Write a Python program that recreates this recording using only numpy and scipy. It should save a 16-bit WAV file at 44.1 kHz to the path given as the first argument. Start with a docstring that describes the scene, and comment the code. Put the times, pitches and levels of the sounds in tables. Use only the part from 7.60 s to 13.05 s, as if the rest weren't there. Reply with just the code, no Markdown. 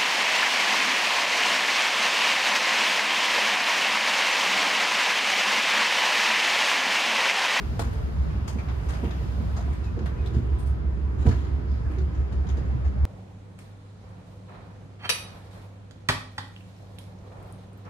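"""The carpeted lounge of a slowly rolling railcar, walked into with a phone's microphone in hand.
A distant diesel drones through the floor as multiples of its cycle rate, which beat into a throb.
Wheels and ventilation roar as filtered noise under thin fan whines; chance rattles ring all round.
Footfalls thud on ringing floor panels; fittings and clothes tick and rustle as shaped noise bursts.
Rubbed fittings squeak as wavering tones, and a small metal part jingles as struck modes."""
import sys
import numpy as np
from scipy import signal
from scipy.fft import rfft, irfft, next_fast_len
from scipy.io import wavfile
from scipy.ndimage import uniform_filter1d

SR = 44100
rng = np.random.default_rng(int(sys.argv[2]) if len(sys.argv) > 2 else 0)


def store_wav(level_fs):
    """Save 16-bit WAV to argv[1]."""
    pcm = np.round(np.clip(np.atleast_2d(level_fs), -1, 1) * 32767)
    wavfile.write(sys.argv[1], SR, pcm.T.astype(np.int16))


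N = 240477
T = np.arange(N) / SR
SIDES = np.array([[1.], [-1.]])  # left, right


def undb(db):
    """Turn dB into an amplitude factor."""
    return 10 ** (np.asarray(db) / 20)


def along(table, hz):
    """Read (f/Hz, value) points on a log-frequency axis."""
    points_hz, values = np.transpose(table)
    return np.interp(np.log(hz + 1), np.log(points_hz), values)


def wander(rate_hz):
    """A random course, held 1 / rate_hz seconds and slewed twice; its spread is near 1."""
    hold = int(SR / rate_hz)
    held = np.repeat(rng.standard_normal(N // hold + 1), hold)
    slewed = uniform_filter1d(uniform_filter1d(held, hold), hold)
    return 1.3 * slewed[:N]


# Likeness of the left and right noise at the microphone: f/Hz, correlation [-1 to 1]
LIKENESS = [(60, .93), (150, .93), (290, .36), (500, -.12), (1000, -.18), (2000, -.3), (4000, -.05),
            (8000, -.35), (10200, -.2), (11800, .93)]


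def stereo_noise(size):
    """Left and right noise spectra, 0 dB per Hz, mixed from mid and side to the set correlation."""
    hz = np.arange(size // 2 + 1) * SR / size
    mid, side = rfft(rng.standard_normal((2, size))) * np.sqrt(SR / 2)
    like = along(LIKENESS, hz)
    return hz, np.sqrt((1 + like) / 2) * mid + np.sqrt((1 - like) / 2) * side * SIDES


def add(out, s, sound, pan_db=0):
    """Mix a short sound in at s seconds; pan_db is left minus right."""
    i = int(s * SR)
    out[:, i:i + sound.shape[-1]] += (sound * undb(pan_db * SIDES / 2))[:, :N - i]


def ring(modes, db, push_ms, spread, detune):
    """Decaying modes let in by a quarter-sine push, each with its own phase shift between the sides."""
    t = T[:SR // 3]
    hz, _, t60 = np.transpose(modes)[:, :, None]
    chance = rng.standard_normal((2, len(modes), 1))
    hz = hz * (1 + detune * chance[0])
    turn = spread * chance[1] * SIDES[:, :, None]
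    decay = 1000. ** (-t / t60)
    bell = np.sum(undb(db)[:, None] * np.sin(2 * np.pi * hz * t + turn) * decay, axis=1)
    push = np.sin(np.pi / 2 * np.clip(t * 1000 / push_ms, 0, 1))
    return bell * push


# Engine drone: multiples of the cycle rate [count]
ENGINE_MULTIPLES = [6, 8, 9, 11, 12, 13, 18]
# Their levels before swell and waver, in the same order: level/dB
MULTIPLE_DB = [-53, -48, -38.5, -29.3, -34, -45, -44]
# Multiples that the floor's swell leaves alone [count]
STEADY_MULTIPLES = [9]
CYCLE_HZ, THROB_S = 6.005, .111  # the multiples line up, but for their wander, at THROB_S


def drone(level_db):
    """Multiples of the engine cycle; neighbours beat once a cycle, each wavers a little."""
    cycle = 2 * np.pi * CYCLE_HZ * (T - THROB_S)
    out = 0
    for k, db in zip(ENGINE_MULTIPLES, MULTIPLE_DB):
        side_lag = (.2 + .08 * wander(2)) * SIDES
        lag = .25 * wander(3) + side_lag
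        swell_db = 0 if k in STEADY_MULTIPLES else level_db - np.mean(level_db)
        level = np.sqrt(2) * undb(db + swell_db + 0.83 * wander(16.0))
        out = out + level * np.cos(k * cycle + lag)
    pan_db = -2.4 + wander(1.5)
    return out * undb(pan_db * SIDES / 2)


# Roar of wheels and ventilation before its swells: f/Hz, level/dB per Hz
ROAR_SPECTRUM = [(20, -82.5), (35, -65), (50, -54), (70, -48.5), (95, -52), (125, -55), (165, -59.5),
                 (210, -65), (430, -69.5), (520, -74), (1100, -79), (1700, -83), (2200, -87), (3000, -92.5),
                 (4200, -98), (5200, -97.5), (6500, -101.5), (8400, -105), (10000, -112), (13000, -115),
                 (15500, -130)]
# How far the roar follows the treble hiss: f/Hz, share [dB per dB]
HISS_SHARE = [(60, 0), (92, 0.1), (140, 0.05), (500, 0.37), (1000, 0.26), (4000, 0.59), (9000, 0.88),
              (13000, 1.27)]
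RUMBLE_HZ, RUMBLE_OCTAVES = 340, 0.26  # centre and reach of the rumble's swell


def roar(rumble_db, treble_db):
    """Half-octave noise bands that flicker partly together, mostly each on its own.

    Low-middle bands swell with the rumble, higher ones with the hiss."""
    size = next_fast_len(N)
    hz, noise = stereo_noise(size)
    noise = noise * undb(along(ROAR_SPECTRUM, hz))
    out, shared = 0, wander(6.55)
    for octave in np.arange(4, 14.5, .5):
        window = np.clip(1 - 2 * abs(np.log2(hz + 1) - octave), 0, 1)
        band = irfft(noise * window, size)[:, :N]
        db = along(HISS_SHARE, 2 ** octave) * (treble_db - np.mean(treble_db))
        rumble_share = np.exp(-((octave - np.log2(RUMBLE_HZ)) / RUMBLE_OCTAVES) ** 2)
        db += rumble_share * (rumble_db - np.mean(rumble_db))
        lean_db = np.interp(octave, [7.5, 8.5, 11, 12, 13], [-2.8, 0, -.8, 4.5, -.5])  # left minus right
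        flicker_db = .5 * shared + 1.1 * wander(10)
        out = out + band * undb(db + flicker_db + lean_db * SIDES / 2)
    return out


# Fan whines: f/Hz, level/dB at the start, middle and end before flicker, phase waver [rad]
FAN_WHINES = [(996, -64, -64.5, -70, 2.5), (1271, -68, -68, -67, 2), (10690, -98, -94, -93, 14)]


def whines():
    """Thin fan tones that come and go in level and waver in pitch."""
    out = 0
    for hz, *dbs, waver_rad in FAN_WHINES:
        db = np.interp(T, np.linspace(0, T[-1], 3), dbs) + 3.5 * wander(14)
        phase = 2 * np.pi * hz * T + waver_rad * wander(6.6) + 0.12 * SIDES
        out = out + np.sqrt(2) * undb(db) * np.sin(phase)
    return out


RATTLES_PER_S, LOWEST_HZ, HIGHEST_HZ = 150, 150, 9000
RATTLE_DB, RATTLE_SCATTER_DB = 22, 8  # least level over the roar per Hz, range of chance above it
RATTLE_CYCLES = 60  # 60 dB decay in cycles at 500 Hz, before the time limits


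def rattles(treble_db):
    """Small loose fittings all round the car ring briefly by chance, each at its own pitch and place."""
    out, t = np.zeros((2, N)), T[:SR // 8]
    for when, pitch, size, place in rng.random((int(RATTLES_PER_S * T[-1]), 4)):
        hz = LOWEST_HZ * (HIGHEST_HZ / LOWEST_HZ) ** pitch
        t60 = np.clip(RATTLE_CYCLES / np.sqrt(hz * 500), .02, .16)
        db = along(ROAR_SPECTRUM, hz) + RATTLE_DB + RATTLE_SCATTER_DB * size
        db += 7 * abs(np.log10(hz / 500))  # more to either side of 500 Hz
        db += along(HISS_SHARE, hz) * (treble_db[int(when * (N - 1))] - np.mean(treble_db))
        tone = np.sin(2 * np.pi * hz * t + np.pi * (place - .5) * SIDES)
        envelope = 1000. ** (-t / t60) * np.clip(t / 0.007, 0, 1)
        add(out, when * T[-1], undb(db) * tone * envelope, 12 * (place - .5))
    return out


# Footfalls and bumps: t/s, level/dB before the panels' own, favoured f/Hz, reach [octaves], push [ms]
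FOOTFALLS = [(0.036, -47, 252, 2.5, 2.7), (0.1947, -26, 606, 1.8, 0.93), (0.761, -39, 214, 0.39, 4.2),
             (.955, -32, 197, 1.6, 6.6), (1.431, -24.5, 317, 2.3, 9.9), (1.803, -34, 217, 0.93, 4.8),
             (1.988, -28, 745, 0.43, 5.2), (2.005, -35, 740, .35, 4.2), (2.075, -28.5, 750, 0.57, 9),
             (2.365, -26, 390, 0.85, 12), (2.39, -28.5, 380, 0.77, 8), (2.419, -32.5, 199, 1.2, 2.3),
             (2.745, -26.5, 365, 0.46, 6.5), (2.762, -8, 124, 0.6, 8.6), (2.775, -28.5, 294, 0.52, 10),
             (3.654, -21, 198, 1.7, 7.3), (3.663, -25, 654, 0.8, 5.8), (3.6695, -4, 100, .6, 14),
             (3.674, -27.5, 430, 1.4, 3.7), (3.69, -23, 222, .5, 3.9), (3.732, -29.5, 335, 0.51, 3.5),
             (4.251, -24, 91, 0.68, 4.6), (4.30, -26, 308, 0.26, 8.8), (4.376, -25, 353, 0.18, 3.3),
             (4.74, -33, 360, 0.27, 7.6), (4.976, -30.5, 398, 0.66, 3), (5.25, -37.5, 513, .9, 3.3)]
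# Ringing modes of the floor panels: f/Hz before detuning, level/dB, 60 dB decay [s]
FLOOR_MODES = [(87.2, 3, 0.19), (114.4, -3, 0.18), (223, 6.5, 0.11), (256.7, 5.5, 0.081),
               (313.8, -0.5, 0.12), (358.5, -4, 0.19), (416, -17, 0.16), (457, 1.5, 0.095),
               (539, -1.5, 0.049), (693, -0.5, 0.049), (867, -11, 0.046), (965, -5, 0.11),
               (1270, -12, 0.025), (1880, -11, 0.036)]
REACH_DB, STEP_PAN_DB = 13.5, -3.5  # fall of the modes one reach from the favoured pitch; left minus right
BOUNCES, BOUNCE_GAP_S, BOUNCE_DB = 3, .028, -12  # count after a blow, mean gap, change at each
BOUNCE_THIN_HZ, BOUNCE_THIN_DB = 200, -8.5  # further change at each bounce, per octave below that pitch


def steps():
    """Each blow pushes the floor panels, favouring modes near its own pitch, then bounces unevenly."""
    out = np.zeros((2, N))
    hz, mode_db, _ = np.transpose(FLOOR_MODES)
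    thin_db = BOUNCE_THIN_DB * np.clip(np.log2(BOUNCE_THIN_HZ / hz), 0, None)
    for s, db, pitch_hz, reach, push_ms in FOOTFALLS:
        share_db = -REACH_DB * abs(np.log2(hz / pitch_hz)) / reach
        gaps = np.append(0, BOUNCE_GAP_S * (.5 + rng.random(BOUNCES)))
        for k, late in enumerate(np.cumsum(gaps)):
            struck_db = db + k * (BOUNCE_DB + thin_db) + mode_db + share_db
            blow = ring(FLOOR_MODES, struck_db, push_ms, spread=.16, detune=.015 * (1 + k))
            add(out, s + late, blow, STEP_PAN_DB)
    return out


# Ticks and rustles of fittings and clothes: t/s, relative level/dB, snap [0-1], ring f/Hz,
# ring level/dB over the burst, relative level/dB over 8 kHz
TICKS_AND_RUSTLES = [(0.1938, -33.5, 0.5, 6500, -2, -6), (.204, -41.5, 0.12, 5200, -3, -20),
                     (.33, -49.5, 0.4, 6500, -20, -6), (.8775, -41.5, 0.31, 6800, 6, -5.5),
                     (.882, -45.5, 0.5, 5100, 6, -20), (.987, -42.5, 0.45, 2350, 9.5, -22),
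                     (1.003, -48, 0.25, 1450, 8, -30), (1.0867, -42.5, 0.6, 2300, 5, -36),
                     (1.093, -49, 0.5, 3250, 6, -36), (1.2885, -42.5, 0.37, 6060, 2, -10),
                     (1.296, -44, .25, 2000, 9, -30), (1.3341, -40.5, 0.28, 4180, 2.5, -13),
                     (1.4441, -41.5, 0.42, 2800, 7, -16), (1.509, -45, 0.7, 3400, 9, -30),
                     (1.966, -43.5, 0.3, 6200, 1, -15), (2.13, -52.5, 0.5, 9000, 5, -10),
                     (2.241, -48.5, 0.27, 5100, 7, -15), (2.392, -51, 0.96, 5000, 2, -24),
                     (2.4595, -43, 0.6, 3300, 4, -13), (2.463, -45, .3, 1600, 9, -32),
                     (2.661, -47, 0.7, 3600, 9, -11.5), (2.737, -46.5, 0.18, 5500, -1, -16),
                     (2.986, -55.5, 0.2, 8100, 8, 1), (3.06, -53, 0.19, 8150, 1, -3),
                     (3.57, -44, 0.01, 4400, -4, -16), (3.664, -36.5, 0.27, 3600, -2, -17.5),
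                     (3.678, -44, 0.17, 8300, 0, -16), (3.694, -45.5, 0.13, 6300, -4, -16),
                     (3.712, -38, 0.25, 1650, 4, -22), (3.74, -50, 0.05, 3220, 9.5, -15),
                     (3.8097, -52, 0.08, 3200, -3, -35), (4.08, -58, 0.06, 5000, 11.5, -31),
                     (4.3, -48, 0.12, 2600, 7, -14.5), (4.385, -51.5, 0.8, 4200, 7, -18),
                     (4.5305, -49.5, 0.11, 4500, -4, -19), (4.7237, -48.5, 0.56, 3300, -1, -18),
                     (4.8694, -47.5, 0.36, 3600, 5, -21), (4.889, -48, 0.57, 6300, 4, -18),
                     (4.899, -50, 0.8, 3200, 9, -17), (4.9714, -51.5, 0.7, 6600, -1, -18),
                     (4.992, -57, .8, 4600, 2, -24), (5.0, -60, 0.05, 5000, 7, -30),
                     (5.248, -47.5, 0.38, 4600, -3, -24)]
TICK_T60_S, RUSTLE_EXTRA_S = 0.21, 0.99  # tail's 60 dB decay; what full softness adds to it
CLICK = 1800  # first contact of a full snap, before colouring
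TICK_PAN_DB = 2.5  # left minus right


def ticks():
    """A short snap, then a grainy tail scattered by the car's walls; each part rings at its own pitch."""
    out, size = np.zeros((2, N)), SR // 3
    t = T[:size]
    for s, db, snap, ring_hz, ring_db, high_db in TICKS_AND_RUSTLES:
        hz, noise = stereo_noise(size)
        soft = (1 - snap) ** 12  # rustles without a snap swell in and last longer
        grain = undb(2. * np.repeat(rng.standard_normal(size // 256 + 1), 256)[:size])  # slips, 6 ms each
        decay = 1000. ** (-t / (TICK_T60_S + soft * RUSTLE_EXTRA_S))
        rise = np.clip(t / (0.0036 + 0.081 * soft), 0, 1)
        burst = irfft(noise, size) * (snap * 2 * np.exp(-t / .002) + decay * rise * grain)
        burst[:, 0] += snap * CLICK
        dull_db = 9 * np.log2(max(5500 / ring_hz, 1))  # bigger, lower parts have less top
        low_db = -0.34 * max(ring_db, 0)  # parts that ring clearly have little body
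        colour = [(250, low_db - 67.5), (600, low_db - 14.0), (1600, low_db - 21.0),
                  (2500, -29.5), (7000, -30.5 - dull_db),
                  (9000, high_db - 27.5), (12000, high_db - 37.0), (15000, high_db - 40.0)]
        # chance peaks and dips colour each burst differently
        ripple = np.column_stack([np.geomspace(400, 15000, 48), 2.4 * rng.standard_normal(48)])
        peak_db = ring_db * np.exp(-(np.log((hz + 1) / ring_hz) / 0.16) ** 2)
        colour_db = along(colour, hz) + along(ripple, hz) + peak_db
        coloured = irfft(rfft(burst) * undb(colour_db), size)
        lead = 64  # samples of room for the filter's rise
        sound = np.roll(coloured, lead, axis=1)
        add(out, s - lead / SR, sound * undb(db - 12.0), TICK_PAN_DB)
    return out


# Squeaks of fittings: t/s, length [s], mean f/Hz, level/dB before swell and flutter
FITTING_SQUEAKS = [(2.218, 0.09, 2590, -62), (2.54, 0.034, 2400, -66), (2.562, 0.071, 2520, -64),
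                   (3.706, 0.043, 1693, -54), (4.24, 0.041, 1680, -60), (4.26, .035, 1530, -62),
                   (4.308, 0.064, 1650, -67), (4.33, 0.064, 2480, -66), (4.382, .035, 1425, -58)]
SQUEAK_WAVER, SQUEAK_FLUTTER_DB = .016, 4  # share of the pitch, spread of the level


def squeaks():
    """Brief rubbed tones that swell, waver and flutter."""
    out = np.zeros((2, N))
    waver, flutter = wander(200), wander(250)
    for s, length_s, hz, db in FITTING_SQUEAKS:
        i, size = int(s * SR), int(length_s * SR)
        pitch_hz = hz * (1 + SQUEAK_WAVER * waver[i:i + size])
        phase = 2 * np.pi * np.cumsum(pitch_hz) / SR
        swell = np.sqrt(2 * np.sin(np.pi * np.arange(size) / size))
        level = undb(db + SQUEAK_FLUTTER_DB * flutter[i:i + size])
        add(out, s, swell * level * np.sin(phase + 0.18 * SIDES))
    return out


# Jingles of a small metal part: t/s, level/dB before the modes' own, touches [count]
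METAL_JINGLES = [(2.983, -59, 5), (3.06, -62, 4)]
# Modes of the metal part: f/Hz before detuning, level/dB before scatter, 60 dB decay [s]
METAL_MODES = [(3451, -8, .05), (5997, -12, .04), (8231, -2, .035), (9577, 0, .05), (11240, -7, .03),
               (12670, -14, .03)]
TOUCH_GAP_S, TOUCH_SLOWING, TOUCH_SCATTER_DB = .0085, 1.2, 3  # first gap, growth of each next gap, spread


def jingles():
    """A small metal part rattling, its touches ever further apart; each favours other modes."""
    out = np.zeros((2, N))
    for s, db, touches in METAL_JINGLES:
        for k in range(touches):
            at = s + TOUCH_GAP_S * (TOUCH_SLOWING ** k - 1) / (TOUCH_SLOWING - 1)
            scatter_db = TOUCH_SCATTER_DB * rng.standard_normal(len(METAL_MODES))
            mode_db = np.transpose(METAL_MODES)[1] + scatter_db
            add(out, at, ring(METAL_MODES, db + mode_db, 2.5, spread=1.2, detune=.006))
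    return out


# Course of the walk; only the departures from each column's mean over time are heard:
# t/s, drone level/dB as the floor carries it, 200-450 Hz rumble level/dB, treble hiss level/dB
WALK_LEVELS = [(0, -33, -46, -61.5), (.3, -37.5, -54.5, -66), (0.549, -27, -48, -69.5),
               (.8, -35.5, -48, -70.5), (1.349, -34, -48, -64), (2., -32, -48.5, -67),
               (2.35, -36, -47, -73.5), (2.9, -28, -39.5, -72), (3.3, -29.5, -41.5, -78.5),
               (3.8, -30.5, -36, -76), (4.2, -30, -47.5, -74), (4.8, -29, -40.5, -77),
               (5.1, -29, -44, -74.5), (5.45, -23.5, -47, -75.5)]


def scene():
    """Every source in the car, with drone, rumble and hiss levels following the walk."""
    s, *columns = np.transpose(WALK_LEVELS)
    drone_db, rumble_db, treble_db = (np.interp(T, s, column) for column in columns)
    car = drone(drone_db) + roar(rumble_db, treble_db) + whines() + rattles(treble_db)
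    return car + steps() + ticks() + squeaks() + jingles()


# Dips of the microphone ports: f/Hz, width [Hz], depth [dB]
PORT_DIPS = [(5700, 220, 7), (7550, 330, 7)]
TOP_HZ = 15000


def record(dry):
    """The microphone ports cut two dips in the treble; the top is cut steeply."""
    size = next_fast_len(N)
    hz = np.arange(size // 2 + 1) * SR / size
    dip_db = 0
    for at_hz, width_hz, depth_db in PORT_DIPS:
        dip_db = dip_db + depth_db * np.exp(-((hz - at_hz) / width_hz) ** 2)
    wet = irfft(rfft(dry, size) * undb(-dip_db), size)[:, :N]
    top_cut = signal.ellip(8, .2, 70, TOP_HZ, fs=SR, output="sos")
    return signal.sosfilt(top_cut, wet)


dry = scene()
out = record(dry)
store_wav(out)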